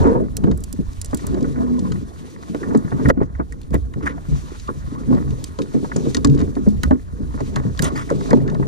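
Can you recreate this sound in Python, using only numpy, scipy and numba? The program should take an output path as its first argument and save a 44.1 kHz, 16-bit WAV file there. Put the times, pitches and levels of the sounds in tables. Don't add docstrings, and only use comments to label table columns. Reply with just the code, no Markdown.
import sys
import numpy as np
from scipy import signal
from scipy.fft import rfft, irfft, next_fast_len
from scipy.io import wavfile
from scipy.ndimage import uniform_filter1d
from numba import njit

SR = 44100
rng = np.random.default_rng(int(sys.argv[2]) if len(sys.argv) > 2 else 0)


def dump_mix(stems):
    frames = np.atleast_2d(stems).T
    limited = np.clip(frames, -1, 1)
    pcm = np.round(limited * 32767).astype(np.int16)
    wavfile.write(sys.argv[1], SR, pcm)


def magnitude_from_level(level_db):
    exponent = np.asarray(level_db, float) / 20
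    return 10 ** exponent


N = 382347
T = np.arange(N) / SR

# frequency in Hz, width of the narrower of two filters in Hz, gain in dB.
HEAVE_MODES = [(34.3, 51, -9.5), (51.9, 20.8, -4.5), (62.4, 6.8, -0.5), (86.8, 14.7, -3.5)]
SHELL_MODES = [(132.7, 14, 4), (165, 20.7, -3.5), (207, 23.5, -2.5), (250, 15, -3), (285.4, 35, -2.5),
               (357, 29.8, -3.5), (399.7, 86, -3), (451, 101, -2.5), (514.7, 120.5, -7.5)]
DECK_MODES = [(641, 159, -0.5), (849, 51, -4.5), (1010, 288, -2), (1215, 244, -1.5), (1430, 174, -1.5),
              (1743, 408, -2.5), (1885, 365, 2)]
HOUSING_MODES = [(2960, 3460, 6.5), (3764, 1600, 9), (4400, 1000, 7), (5050, 840, 7), (6046, 1370, 4),
                 (7450, 1360, 1.5), (7930, 740, -1), (8860, 430, 2.5), (10350, 780, 2), (13400, 1600, -11)]
# time in seconds, level in dB.
SWELL_LEVEL = [(0.0, -19), (0.19, -29), (0.63, -30.5), (0.89, -35), (1.93, -31.5), (2.07, -36.5),
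               (2.34, -46.5), (3.24, -30), (3.55, -38), (4.2, -35), (4.92, -35), (5.29, -27), (5.7, -38.5),
               (6.08, -34.5), (6.35, -23.5), (6.5, -32), (6.71, -27.5), (6.83, -24.5), (7.05, -31),
               (7.8, -29), (7.99, -33.5), (8.67, -28.5)]
# time in seconds, lapping on the shell in dB,
# patter on the deck in dB, washed region of the shell in Hz.
WATER_COURSE = [(0, -24, -34, 298), (.12, -16.5, -30.5, 430), (.14, -24.5, -40, 400),
                (.175, -19.5, -39, 350), (.24, -26.5, -48, 330), (.3, -41, -59.5, 197),
                (.48, -26, -55, 225), (.65, -38.5, -58, 145), (1.05, -43, -53.5, 160),
                (1.37, -28, -47.5, 235), (1.52, -36.5, -52, 217), (1.62, -29, -46, 240),
                (1.79, -26.5, -47.5, 222), (1.96, -29, -52, 180), (2.1, -42, -56.5, 192),
                (2.51, -41.5, -55, 250), (2.6, -39, -54.5, 250), (2.7, -24.5, -36.5, 238),
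                (2.82, -34.5, -50.5, 185), (2.98, -33.5, -44, 200), (3.09, -17, -37, 230),
                (3.115, -35.5, -67, 228), (3.35, -46.5, -57, 160), (3.47, -43, -62.5, 170),
                (3.98, -39, -55.5, 170), (4.06, -29, -45.5, 350), (4.2, -42.5, -57, 170),
                (4.64, -45.5, -52, 174), (4.9, -41, -57, 165), (5.12, -27, -43.5, 241),
                (5.29, -31.5, -51.5, 160), (5.55, -45.5, -53, 200), (5.94, -34.5, -54.5, 245),
                (6.02, -30.5, -53, 250), (6.07, -23.5, -44, 330), (6.14, -38.5, -57, 210),
                (6.235, -28.5, -51, 197), (6.35, -25.5, -50, 204), (6.43, -26, -55, 258),
                (6.52, -33, -51, 170), (6.85, -37.5, -58, 170), (7.03, -45, -60, 150),
                (7.24, -32.5, -51.5, 160), (7.41, -42.5, -54, 210), (7.58, -30.5, -45.5, 185),
                (7.75, -47.5, -55.5, 150), (7.86, -27, -38, 217), (7.93, -31, -43.5, 203),
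                (8.06, -37, -54.5, 181), (8.16, -27, -48, 260), (8.22, -26, -48, 258),
                (8.28, -30.5, -47, 260), (8.4, -20.5, -49, 217), (8.48, -22.5, -43.5, 185),
                (8.56, -28, -47, 200), (8.67, -22.5, -56, 220)]
# start in seconds, length in seconds, first pitch in Hz,
# last pitch in Hz, level in dB before unrest.
AIR_POCKETS = [(.003, 0.072, 448, 440, -22), (0.05, 0.045, 465, 454, -14.5), (0.094, 0.041, 448, 463, -10),
               (.01, 0.055, 968, 1026, -26), (.06, 0.043, 970, 933, -22), (0.04, 0.043, 672, 643, -27),
               (0.148, 0.037, 950, 945, -24), (.15, 0.031, 377, 424, -29), (.195, 0.061, 404, 330, -21.5),
               (0.198, 0.029, 637, 615, -26.5), (1.332, 0.034, 383, 286, -20.5),
               (1.569, 0.055, 1033, 990, -36), (1.587, 0.045, 610, 697, -32), (1.666, .03, 990, 1030, -35),
               (1.748, 0.014, 1054, 1040, -41), (1.774, .02, 1030, 990, -34),
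               (1.844, 0.037, 1010, 1090, -32), (1.82, 0.17, 190, 177.6, -24.5),
               (2.668, .018, 1020, 1020, -35), (4.68, 0.021, 1253, 1025, -24),
               (4.957, 0.017, 990, 1220, -33), (4.975, 0.021, 1220, 1010, -36),
               (5.081, 0.084, 242, 262, -12), (6.39, 0.049, 274, 307, -20.5),
               (7.899, 0.016, 1090, 1080, -29), (8.099, 0.017, 1150, 900, -23),
               (8.11, 0.018, 556, 450, -23)]
# start in seconds, peak in dB, struck region in Hz,
# decay by 60 dB there in seconds.
WAVE_BOOMS = [(0.003, -14, 87.8, 0.23), (0.51, -16, 59.6, 0.29), (1.269, -21, 53, 0.3),
              (3.053, -13.5, 69.5, 0.21), (3.331, -25, 64.4, 0.52), (3.501, -28, 60.3, 0.27),
              (3.701, -13.5, 65.1, 0.66), (4.032, -25.5, 66.5, 0.31), (4.309, -15.5, 60, 0.32),
              (4.671, -27.5, 72.8, 0.31), (6.26, -29, 61.2, 0.3), (6.4, -21.5, 82.3, 0.38),
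              (6.769, -24.5, 59.3, 0.17), (6.856, -12.5, 70, 0.25), (7.22, -20, 63.2, 0.3),
              (7.449, -34, 75.5, 0.11), (7.558, -24, 72.6, 0.62), (7.829, -21.5, 81, 0.38)]
# start in seconds, peak in dB, struck region in Hz,
# decay by 60 dB there in seconds, spread over the modes in octaves.
SHELL_SLAPS = [(.004, -11.5, 134, 0.086, 0.43), (.055, -8, 267.6, 0.15, 0.21), (.1, -15, 276, 0.11, .5),
               (.163, -15, 395, 0.11, 0.77), (.205, -17, 250, 0.25, 0.63), (.444, -6, 201, 0.048, 0.39),
               (.475, -10, 235, 0.16, 0.5), (.738, -26.5, 281, 0.074, 0.45), (.79, -15, 207, 0.1, 0.33),
               (1.132, -15, 243, 0.084, 0.63), (1.243, -20, 185, .09, 0.64),
               (1.309, -19.5, 239, 0.23, 0.36), (1.419, -15, 265.7, 0.29, 0.59),
               (1.575, -22.5, 299, 0.13, 0.54), (1.607, -22, 250, 0.14, 0.3), (1.818, -22, 189, 0.42, 0.3),
               (2.075, -34, 214, 0.1, 0.39), (2.498, -21, 222, .15, 0.34), (2.548, -14.5, 366, 0.042, 0.46),
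               (2.619, -22, 338, 0.13, 0.23), (2.702, -17.5, 293.5, 0.17, 0.25),
               (2.748, -7, 430, 0.03, 0.3), (2.756, -7, 259, 0.11, 0.39), (2.847, -19.5, 159, 0.067, 0.35),
               (2.924, -17.5, 207, 0.12, 0.58), (2.961, -20, 203, 0.093, 0.26),
               (2.996, -19.5, 250, 0.33, 0.55), (3.05, -15, 139.4, 0.18, 0.82),
               (3.076, -12.5, 235, 0.065, 0.37), (3.1008, -4.5, 522, .014, .3),
               (3.175, -12, 267, 0.1, 0.23), (3.2145, -6, 277, 0.045, 0.65),
               (3.395, -15, 268.6, 0.095, 0.53), (3.71, -19, 170, .09, 0.87), (3.743, -9, 258, 0.063, 0.72),
               (3.961, -19, 134.6, 0.18, 0.87), (4.031, -25, 321, 0.17, 0.17),
               (4.286, -20, 144, 0.15, 0.73), (4.317, -15, 140.6, 0.16, 0.27),
               (4.518, -26.5, 354, 0.045, 0.094), (4.69, -19.5, 363, 0.088, 0.74),
               (4.773, -25.5, 151, 0.042, 0.25), (4.875, -25, 138, 0.042, 0.5),
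               (4.921, -25, 252, 0.086, 0.52), (5.075, -20, 199, 0.065, 0.65),
               (5.108, -11, 270, 0.079, 0.8), (5.135, -10, 241.4, .12, 0.47), (5.262, -25, 140, 0.14, 0.17),
               (5.589, -15, 357, 0.17, 0.67), (5.745, -12, 266.5, 0.13, 0.32),
               (5.83, -18.5, 291, 0.11, 0.46), (5.961, -11, 259, 0.1, 0.75), (6.07, -15, 250, 0.16, 0.78),
               (6.15, -18.5, 298, 0.059, 0.41), (6.17, -14.5, 287, .09, 0.26),
               (6.248, -8.5, 281, 0.22, 0.2), (6.249, -14, 149, .1, 0.27), (6.293, -10.5, 140, 0.17, 0.36),
               (6.42, -16, 272, 0.1, 0.69), (6.567, -16, 281, 0.25, 0.45), (6.667, -14, 402, 0.05, .3),
               (6.673, -7, 207, 0.18, 0.11), (6.836, -17, 219, 0.13, 0.34), (6.875, -17, 142, 0.024, 0.76),
               (6.91, -6.5, 258.5, 0.13, 0.19), (7.204, -22, 207, 0.15, 0.44),
               (7.342, -22.5, 217.5, 0.16, .6), (7.409, -17, 281, 0.099, 0.84),
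               (7.564, -17, 170, 0.2, 0.39), (7.652, -17.5, 189, 0.22, 1.2),
               (7.799, -16.5, 183, 0.034, 0.52), (7.829, -11, 157, 0.11, 1.2),
               (8.112, -11, 469, 0.057, 0.45), (8.31, -10.5, 250, 0.1, 0.5), (8.331, -5.5, 459, .05, .3),
               (8.336, -5, 238, 0.1, 0.14), (8.569, -24, 206, .08, .4), (8.598, -13.5, 234, 0.095, 0.49)]
# start in seconds, peak in dB, struck region in Hz,
# decay by 60 dB there in seconds, spread over the modes in octaves.
DECK_KNOCKS = [(0.054, -22.5, 1092, 0.093, 0.4), (0.155, -21.5, 710, 0.062, 0.19),
               (0.438, -26.5, 1006, 0.056, 0.37), (0.471, -24, 650, 0.037, 0.24),
               (0.513, -28, 673, 0.038, 0.91), (1.131, -23.5, 623, 0.041, 0.6),
               (1.109, -38.5, 600, 0.026, .4), (1.193, -35, 1750, .03, 0.49),
               (1.242, -35.5, 970, 0.04, 0.28), (1.345, -42, 1400, .03, 0.39),
               (1.382, -36, 1050, 0.036, 0.37), (1.444, -31, 1470, 0.054, 0.4),
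               (1.559, -35, 1950, 0.04, 0.4), (1.957, -33, 1410, 0.028, 0.6),
               (1.854, -34.5, 988, 0.076, 0.46), (1.92, -30.5, 1470, 0.027, 0.37),
               (2.547, -25, 1060, 0.028, 0.73), (2.631, -25.5, 1837, 0.058, 0.6),
               (2.708, -28, 1020, 0.038, .7), (2.848, -37, 1900, .03, .4),
               (2.878, -32.5, 1010, 0.022, 0.68), (2.748, -19.5, 925, 0.029, 0.13),
               (2.7485, -32, 1830, 0.024, 0.48), (2.919, -22.5, 750, 0.036, 0.66),
               (2.998, -29, 956, 0.056, 0.42), (3.0565, -16.5, 1900, 0.03, 0.37),
               (3.1013, -7.5, 1240, 0.014, 0.7), (3.174, -40.5, 1480, 0.067, 0.31),
               (3.204, -28, 1050, 0.016, .4), (3.216, -23.5, 630, 0.055, 0.55),
               (3.351, -35, 1510, 0.027, 0.77), (3.399, -20.5, 669, 0.046, 0.48),
               (3.523, -34.5, 2010, 0.022, 0.24), (3.746, -23.5, 750, 0.048, 0.42),
               (3.939, -30.5, 1900, 0.012, 0.26), (4.008, -35.5, 1080, 0.033, .4),
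               (4.179, -33, 710, 0.034, .55), (4.322, -38, 845, 0.013, 0.24),
               (4.067, -15, 1650, 0.016, 0.17), (4.073, -14, 1680, 0.039, 0.22),
               (4.689, -24, 1070, 0.044, 0.2), (5.127, -23, 860, 0.033, 0.27),
               (5.179, -28.5, 800, 0.049, 0.64), (5.589, -27, 1045, 0.074, 0.21),
               (5.845, -26, 780, 0.048, 0.35), (5.744, -34, 634, .035, 0.15),
               (5.898, -34, 680, 0.016, 0.47), (6.06, -30, 600, 0.072, 0.22),
               (6.566, -28.5, 694, 0.057, 0.68), (5.917, -21, 1430, 0.021, 0.27),
               (5.961, -29.5, 724, 0.069, 0.52), (6.147, -23, 1900, 0.042, 0.31),
               (6.168, -27.5, 1024, 0.072, 0.44), (6.246, -18, 1113, 0.044, 0.48),
               (6.403, -28.5, 880, 0.092, 0.79), (6.662, -36, 750, 0.048, 0.71),
               (6.834, -17.5, 1802, 0.061, 0.67), (6.91, -13.5, 604, 0.055, 0.5),
               (6.9105, -22.5, 1610, 0.022, 0.29), (7.34, -32.5, 1050, 0.051, 0.67),
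               (7.386, -34.5, 1013, 0.096, 0.91), (7.404, -24.5, 610, 0.029, 0.69),
               (7.561, -18.5, 780, 0.077, 0.91), (7.793, -15, 1720, 0.019, 0.063),
               (7.825, -34, 1240, 0.039, 0.45), (8.102, -20.5, 1020, 0.051, 0.32),
               (8.209, -28, 1090, 0.042, 0.82), (8.092, -28.5, 1900, 0.022, 0.33),
               (8.292, -26.5, 623, 0.083, .3), (8.402, -41, 1795, 0.027, 0.4),
               (8.551, -23.5, 633, 0.022, 0.57), (8.309, -19, 1635, 0.049, 0.63),
               (8.3305, -15, 938, 0.033, 0.19), (8.331, -26, 1794, 0.03, .35),
               (8.478, -31, 1620, 0.11, 0.27), (8.599, -30, 635, 0.035, 0.32),
               (8.625, -24.5, 1080, 0.039, 0.5)]
# time of the middle in seconds, peak in dB.
MOUNT_NUDGES = [(0.89, -19.5), (.992, -21), (1.093, -22)]
# start in seconds, length in seconds, deck part in dB,
# housing part in dB.
DRAGS = [(3.049, .02, -30.5, -51), (3.086, 0.027, -29, -40), (3.219, 0.023, -39, -65),
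         (3.728, 0.039, -36, -49.5), (4.019, 0.13, -41.5, -53.5), (4.057, 0.028, -33, -48.5),
         (6.381, 0.063, -43.5, -60.5), (7.817, 0.079, -32, -34), (7.952, 0.09, -35, -42)]
# start in seconds, peak of the ring in dB, struck region in Hz,
# left minus right in dB, bright crack against the ring's peak in dB.
TACKLE_TICKS = [(0.034, -41.5, 8950, -3, -8), (.073, -46, 8000, -3, -6), (0.3687, -34.5, 4050, -6, -32),
                (0.368, -17, 7080, -4.5, 0), (0.44, -34.5, 3040, -1, -13), (0.5137, -32, 4400, 4, -40),
                (0.5757, -37.5, 9300, -7, 2), (0.605, -45, 9000, -3, -3), (0.6383, -28.5, 7340, -4.5, 3),
                (0.727, -28.5, 7290, -8, 2.5), (0.932, -39.5, 6100, 0, -9), (1.0146, -22.5, 7800, -3, -4),
                (1.046, -27.5, 7500, -4, -3), (1.058, -32, 7360, -5, -12), (1.11, -40, 6000, 0, -30),
                (1.146, -25, 7080, -4, 3), (1.1724, -30.5, 8000, -5, -3), (1.268, -26, 7800, -2, 1),
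                (1.344, -35, 3910, 2, -31), (1.408, -37, 5200, 0, -29), (1.427, -34, 5500, 0, -30),
                (1.792, -29.5, 5770, 0, -33), (1.92, -28, 4060, 2, -35), (2.547, -35, 3840, -5, -12),
                (2.749, -33.5, 4700, 2, -21), (2.774, -35, 7760, -3, -12), (2.907, -43, 4130, 0, -30),
                (3.232, -46, 6330, 4, -27), (3.086, -32, 5900, -9, -1), (3.0998, -34, 3330, -13, -4),
                (3.523, -37, 7620, -1, -8), (3.615, -41, 4250, -1, -5), (3.632, -42, 4130, -1, -29),
                (3.706, -45, 6000, -4, -3), (3.743, -38, 3820, -12, 7.5), (3.937, -38, 2960, 5, -41),
                (4.598, -34, 4690, 1, -29), (4.675, -37.5, 3570, 2, -35), (5.149, -38, 4600, 0, -42),
                (5.3067, -38, 3700, 0, -33), (5.4413, -21.5, 6210, -2, -10), (5.588, -29, 4060, 4, -38),
                (5.619, -28.5, 3820, 2, -33), (5.963, -24.5, 6800, 14, -20),
                (6.1465, -12.5, 5050, 2.5, -35), (6.1684, -17, 4950, 4.5, -37),
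                (6.247, -12.5, 6000, 6.5, -33), (6.272, -29.5, 5400, -2, -41), (6.298, -33.5, 3700, 1, -33),
                (6.208, -45, 5000, 3, -35), (6.349, -39, 5460, 2, -33), (6.392, -34.5, 4960, 5, -33),
                (6.403, -34, 3730, 5, -37), (6.3776, -33.5, 3920, 5, -34), (6.414, -32.5, 4430, 6, -38),
                (6.5533, -34.5, 4400, 5, -41), (6.687, -39, 5900, 5, -23), (6.8333, -18, 3950, -6.5, -8),
                (6.9088, -36, 3100, -3, -23), (7.405, -35, 5800, 6, -27), (7.559, -19.5, 4150, -2, -31),
                (7.775, -33, 4730, 12, -22), (7.792, -19, 3860, -5.5, -10), (7.8224, -19, 5900, -9, 0.5),
                (7.8427, -20.5, 7940, -7, -8), (8.101, -31.5, 6690, -7, -27), (8.208, -36.5, 5100, 0, -31),
                (8.3052, -25, 5960, 3, -35), (8.331, -28, 3330, 1, -25), (8.478, -34, 4300, 4, -31),
                (8.4988, -33, 3700, 3, -39), (8.546, -34, 3930, 2, -15)]
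# frequency in Hz, width of the narrower filter in Hz, gain in dB.
FABRIC_BANDS = [(2900, 3700, -2.5), (3820, 930, -8.5), (4380, 1650, -4.5), (5940, 1130, -5),
                (7570, 2100, -17), (9580, 2800, -7.5), (12300, 2600, -15)]
# time in seconds, level in dB.
HISS_LEVEL = [(0, -48.5), (.2, -62.5), (.92, -60), (1.21, -54), (1.96, -59.5), (2.68, -56), (2.82, -59.5),
              (3.09, -54.5), (3.12, -79), (3.22, -69.5), (3.4, -68), (4.03, -64.5), (4.2, -64),
              (4.33, -52.5), (4.6, -51.5), (4.68, -58), (5.38, -57), (5.87, -53.5), (6.11, -48.5),
              (6.23, -57), (6.4, -55), (6.52, -59), (6.88, -58), (6.95, -64), (7.24, -62), (7.41, -54),
              (7.75, -55), (8.1, -55.5), (8.27, -47.5), (8.4, -57), (8.67, -60.5)]
# frequency in Hz, phase by which left leads in radians,
# left minus right in dB.
PORT_RESPONSE = [(25, 1, -5), (79.4, -1, -3), (170, -2.5, 4.5), (281, -2, -3), (430, -0.7, -3),
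                 (600, -1.5, 1.5), (690, -4.5, -0.5), (1240, -3.5, 1), (1900, -5., -2.5), (2410, -4, 7),
                 (2700, -5, -1.5), (4170, -5.5, 0), (5850, -6, 3), (7080, -3.5, -2), (9050, -4.5, -9.5),
                 (14000, -5.5, 0.5)]

DECK_TOP_HZ = 2120


def level(x, db):
    return x * magnitude_from_level(db) / np.sqrt(np.mean(x ** 2))


def lowpass(x, hz, order):
    return signal.sosfilt(signal.butter(order, hz, fs=SR, output="sos"), x)


@njit
def bandpass(x, hz, width):
    y, band, low = np.empty(len(x)), 0., 0.
    g, damping = np.tan(np.pi * hz / SR), width / hz
    for i in range(len(x)):
        v = (band + g * (x[i] - low)) / (1 + g * (g + damping))
        band, low, y[i] = 2 * v - band, low + 2 * g * v, damping * v
    return y


def body(x, modes, near_hz=None, octaves=1.):
    out = 0
    for k, (hz, width, db) in enumerate(modes):
        share = 1 if near_hz is None else np.exp(-.5 * (np.log2(hz / near_hz) / octaves) ** 2)
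        once = bandpass(x, 1. * hz, 1. * width)
        twice = bandpass(once, 1. * hz, 3. * width)
        out = out + (-1) ** k * share * magnitude_from_level(db) * twice
    return out


def walk(rate):
    k = int(SR / rate)
    held = np.repeat(rng.standard_normal(N // k + 1), k)
    return 0.65 * uniform_filter1d(uniform_filter1d(held, k), k)[:N]


def grains(per_s, spread_db, smooth):
    hit = rng.random(N) < per_s / SR
    size = magnitude_from_level(spread_db * np.minimum(rng.exponential(size=N), 2)) * rng.standard_normal(N)
    return smooth * rng.standard_normal(N) + level(hit * size, 0)


def unlike(shared, share):
    return shared + share * rng.standard_normal((2, N))


def restless_body(pair, modes, rate, depth_db, *region):
    total = 0
    for k, mode in enumerate(modes):
        swell = magnitude_from_level(depth_db * walk(rate))
        ring = np.array([body(x, [mode], *region) for x in pair])
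        total = total + (-1) ** k * swell * ring
    return level(total, 0)


def curve(table):
    s, *columns = np.transpose(table)
    return [np.interp(T, s, c) for c in columns]


def add(out, start, sound):
    n = min(sound.shape[-1], N - start)
    out[..., start:start + n] += sound[..., :n]


def blows(rows, modes, rise_s, splash, wider, skew, span_s):
    t = np.arange(int(span_s * SR))[:, None] / SR
    hz, _, mode_db = np.transpose(modes)
    noises = rng.standard_normal((len(rows), len(t)))
    phases = rng.standard_normal((len(rows), 2, len(hz)))
    for (s, db, near_hz, t60, octaves), noise, (phase, apart) in zip(rows, noises, phases):
        nearest = np.argmin(np.abs(np.log(hz / near_hz)))
        pulled = hz * near_hz / hz[nearest]
        share = magnitude_from_level(mode_db) * np.exp(-.5 * (np.log2(pulled / near_hz) / octaves) ** 2)
        speed = (pulled / near_hz) ** 0.5
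        rise = 1 - np.exp(-t * speed / rise_s)
        fade = rise * np.exp(-np.log(1000) * t * speed / max(t60, .004))
        angle = 2 * np.pi * np.minimum(pulled, .45 * SR) * t + 0.71 * phase
        modes_now = share * fade * np.exp(1j * angle)
        ring = np.imag([modes_now @ np.exp(side * skew * apart) for side in (1j, -1j)])
        burst = noise * np.exp(-np.log(1000) * t[:, 0] / max(2.15 * t60, .004))
        sputter = body(burst, modes, near_hz, wider * octaves)
        sputter = sputter * np.exp(-np.log(1000) * t[:, 0] / max(3.9 * t60, .004))
        sound = ring / np.abs(ring).max() + splash * sputter / np.abs(sputter).max()
        yield int(s * SR), sound * magnitude_from_level(db) / np.abs(sound.mean(axis=0)).max()


def strike(rows, modes, **settings):
    out = np.zeros((2, N))
    for start, sound in blows(rows, modes, **settings):
        add(out, start, sound)
    return out


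def heave(swell_db):
    stir = unlike(rng.standard_normal(N), 0.39)
    return restless_body(stir, HEAVE_MODES, 7.0, 0.86) * magnitude_from_level(uniform_filter1d(swell_db, SR // 20))


def lapping(lap_db, washed_hz):
    stir = unlike(grains(200, 2.6, 1.), 0.5)
    return restless_body(stir, SHELL_MODES, 22, 4.06, washed_hz, 0.99) * magnitude_from_level(lap_db)


def patter(patter_db, lap_db):
    deck_hz = 1300 * 2 ** (-(lap_db + 61.5) / 22)
    stir = unlike(grains(150, 6.0, 1.0), 0.39) * magnitude_from_level(3.3 * walk(30))
    ring = restless_body(stir, DECK_MODES, 35, 4.0, deck_hz, 1.48)
    return lowpass(ring * magnitude_from_level(patter_db), DECK_TOP_HZ, order=4)


def hull(swell_db, lap_db, washed_hz, patter_db):
    chop_db = 3 * walk(15)
    lap_db = lap_db + chop_db
    return heave(swell_db) + lapping(lap_db, washed_hz) + patter(patter_db + chop_db, lap_db)


def booms():
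    rows = [(*row, 0.3) for row in WAVE_BOOMS]
    return strike(rows, HEAVE_MODES, rise_s=0.017, splash=0.23, wider=1.14, skew=0.21, span_s=.4)


def slaps():
    return strike(SHELL_SLAPS, SHELL_MODES, rise_s=0.0021, splash=0.35, wider=3.03, skew=0.3, span_s=.25)


def groan():
    loudest_s, pitch_hz, peak_db = 1.73, 246.5, -20
    rise_db_per_s, fall_db_per_s = 73, 110
    phase = 2 * np.pi * np.cumsum(pitch_hz * (1 + 0.0054 * walk(31.0))) / SR
    db = peak_db - np.maximum(rise_db_per_s * (loudest_s - T), fall_db_per_s * (T - loudest_s))
    return magnitude_from_level(db + 1.5 * walk(29.2)) * np.sin(phase)


def bubbles(patter_db):
    count, lowest_hz, range_octaves = 260, 330, 2
    fade_cycles, glide = 4.5, 0.0205
    out, t = np.zeros(N), np.arange(SR // 16) / SR
    for when, pitch, size in rng.random((count, 3)):
        start = int(when * N)
        cycles = lowest_hz * 2 ** (range_octaves * pitch) * t
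        envelope = (1 - np.exp(-cycles)) * np.exp(-cycles / fade_cycles)
        ring = envelope * np.sin(2 * np.pi * cycles * (1 + glide * cycles))
        add(out, start, ring * magnitude_from_level(patter_db[start] + 4.5 + 13.0 * size - 8 * pitch))
    return out


def gurgles():
    waver_per_khz, flutter_db_per_khz, roundness = .06, 16, .6
    out, waver, flutter = np.zeros(N), walk(110), walk(140)
    for s, length, first_hz, last_hz, db in AIR_POCKETS:
        start, u = int(s * SR), np.linspace(0, 1, int(length * SR))
        here, khz = slice(start, start + len(u)), first_hz / 1000
        hz = (first_hz + (last_hz - first_hz) * u) * (1 + waver_per_khz * khz * waver[here])
        unrest_db = flutter_db_per_khz * khz * np.abs(flutter[here])
        swell = np.abs(np.sin(np.pi * u)) ** roundness * magnitude_from_level(db - unrest_db)
        add(out, start, swell * np.sin(2 * np.pi * np.cumsum(hz) / SR))
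    return out


def knocks():
    ring = strike(DECK_KNOCKS, DECK_MODES, rise_s=0.00013, splash=0.7, wider=2.14, skew=0.28, span_s=.1)
    return lowpass(ring, DECK_TOP_HZ, order=4)


def nudges():
    s, db = np.transpose(MOUNT_NUDGES)[:, :, None]
    u = (T - s) / .004
    return (magnitude_from_level(db) * -u * np.exp(.5 - .5 * u ** 2)).sum(axis=0)


def scrapes():
    grip, slacken = 0.1, 0.36
    low, high = np.zeros(N), np.zeros(N)
    for s, length, low_db, high_db in DRAGS:
        gate = np.clip(np.minimum((T - s) / grip, (s + length - T) / slacken) / length, 0, 1)
        low, high = low + magnitude_from_level(low_db) * gate, high + magnitude_from_level(high_db) * gate
    drag = unlike(grains(1800, 2.5, 1.0), 0.35) * magnitude_from_level(2.5 * walk(120))
    deck = restless_body(drag, DECK_MODES, 40, 4.7, 1100, 0.83)
    housing = restless_body(drag, HOUSING_MODES, 40, 5.3, 4200, 1.4)
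    return low * deck + high * housing


def ticks():
    t60_s = 0.02
    out, t = np.zeros((2, N)), np.arange(SR // 20) / SR
    cracks = rng.standard_normal((len(TACKLE_TICKS), len(t)))
    rows = [(s, db, hz, t60_s, 0.46 * (5000 / hz) ** 0.13) for s, db, hz, _, _ in TACKLE_TICKS]
    rings = blows(rows, HOUSING_MODES, rise_s=0.00008, splash=0.69, wider=1.76, skew=0.28, span_s=.05)
    for (start, ring), (_, db, _, pan_db, crack_db), noise in zip(rings, TACKLE_TICKS, cracks):
        burst = noise * np.exp(-np.log(1000) * t / (0.65 * t60_s))
        crack = body(burst, [(11400, 14000, 0)])
        sound = ring + magnitude_from_level(db + crack_db) * crack / np.abs(crack).max()
        add(out, start, sound * magnitude_from_level(pan_db * np.array([[.5], [-.5]])))
    return np.array([lowpass(out[0], 9000, order=2), out[1]])


def rustle(db):
    lift_db = np.maximum(db + 59.0, 0)
    bands = 0
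    for band in FABRIC_BANDS:
        hz, _, band_db = band
        noise = restless_body(unlike(rng.standard_normal(N), 1.0), [band], 45, 4.0)
        unlifted = np.clip(1.4 * np.log2(hz / 6800), 0, 1)
        bands = bands + noise * magnitude_from_level(band_db - lift_db * unlifted)
    return magnitude_from_level(db) * lowpass(bands * magnitude_from_level(3.5 * walk(60)), 13900, order=8)


def scene():
    lap_db, patter_db, washed_hz = curve(WATER_COURSE)
    water = hull(*curve(SWELL_LEVEL), lap_db, washed_hz, patter_db) + booms() + slaps()
    air = groan() + bubbles(patter_db) + gurgles()
    tackle = knocks() + nudges() + scrapes() + ticks()
    return water + air + tackle + rustle(*curve(HISS_LEVEL))


def roll_off(x):
    return signal.sosfilt(signal.butter(12, 16470, fs=SR, output="sos"), x)


def record(dry):
    size = next_fast_len(N + 4096)
    hz, lead, pan_db = np.transpose(PORT_RESPONSE)
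    logf = np.log(np.fft.rfftfreq(size, 1 / SR) + 1)
    half_gain = magnitude_from_level(np.interp(logf, np.log(hz), pan_db) / 2)
    half = half_gain * np.exp(.5j * np.interp(logf, np.log(hz), lead))
    ports = np.array([half, 1 / half]) / np.maximum(np.abs(half + 1 / half) / 2, .45)
    heard = irfft(rfft(dry, size) * ports, size)[:, :N]
    heard = lowpass(heard, 15800, order=8)
    rounded = heard / (1 + heard ** 6) ** (1 / 6)
    return roll_off(rounded)


dry = scene()
out = record(dry)
dump_mix(out)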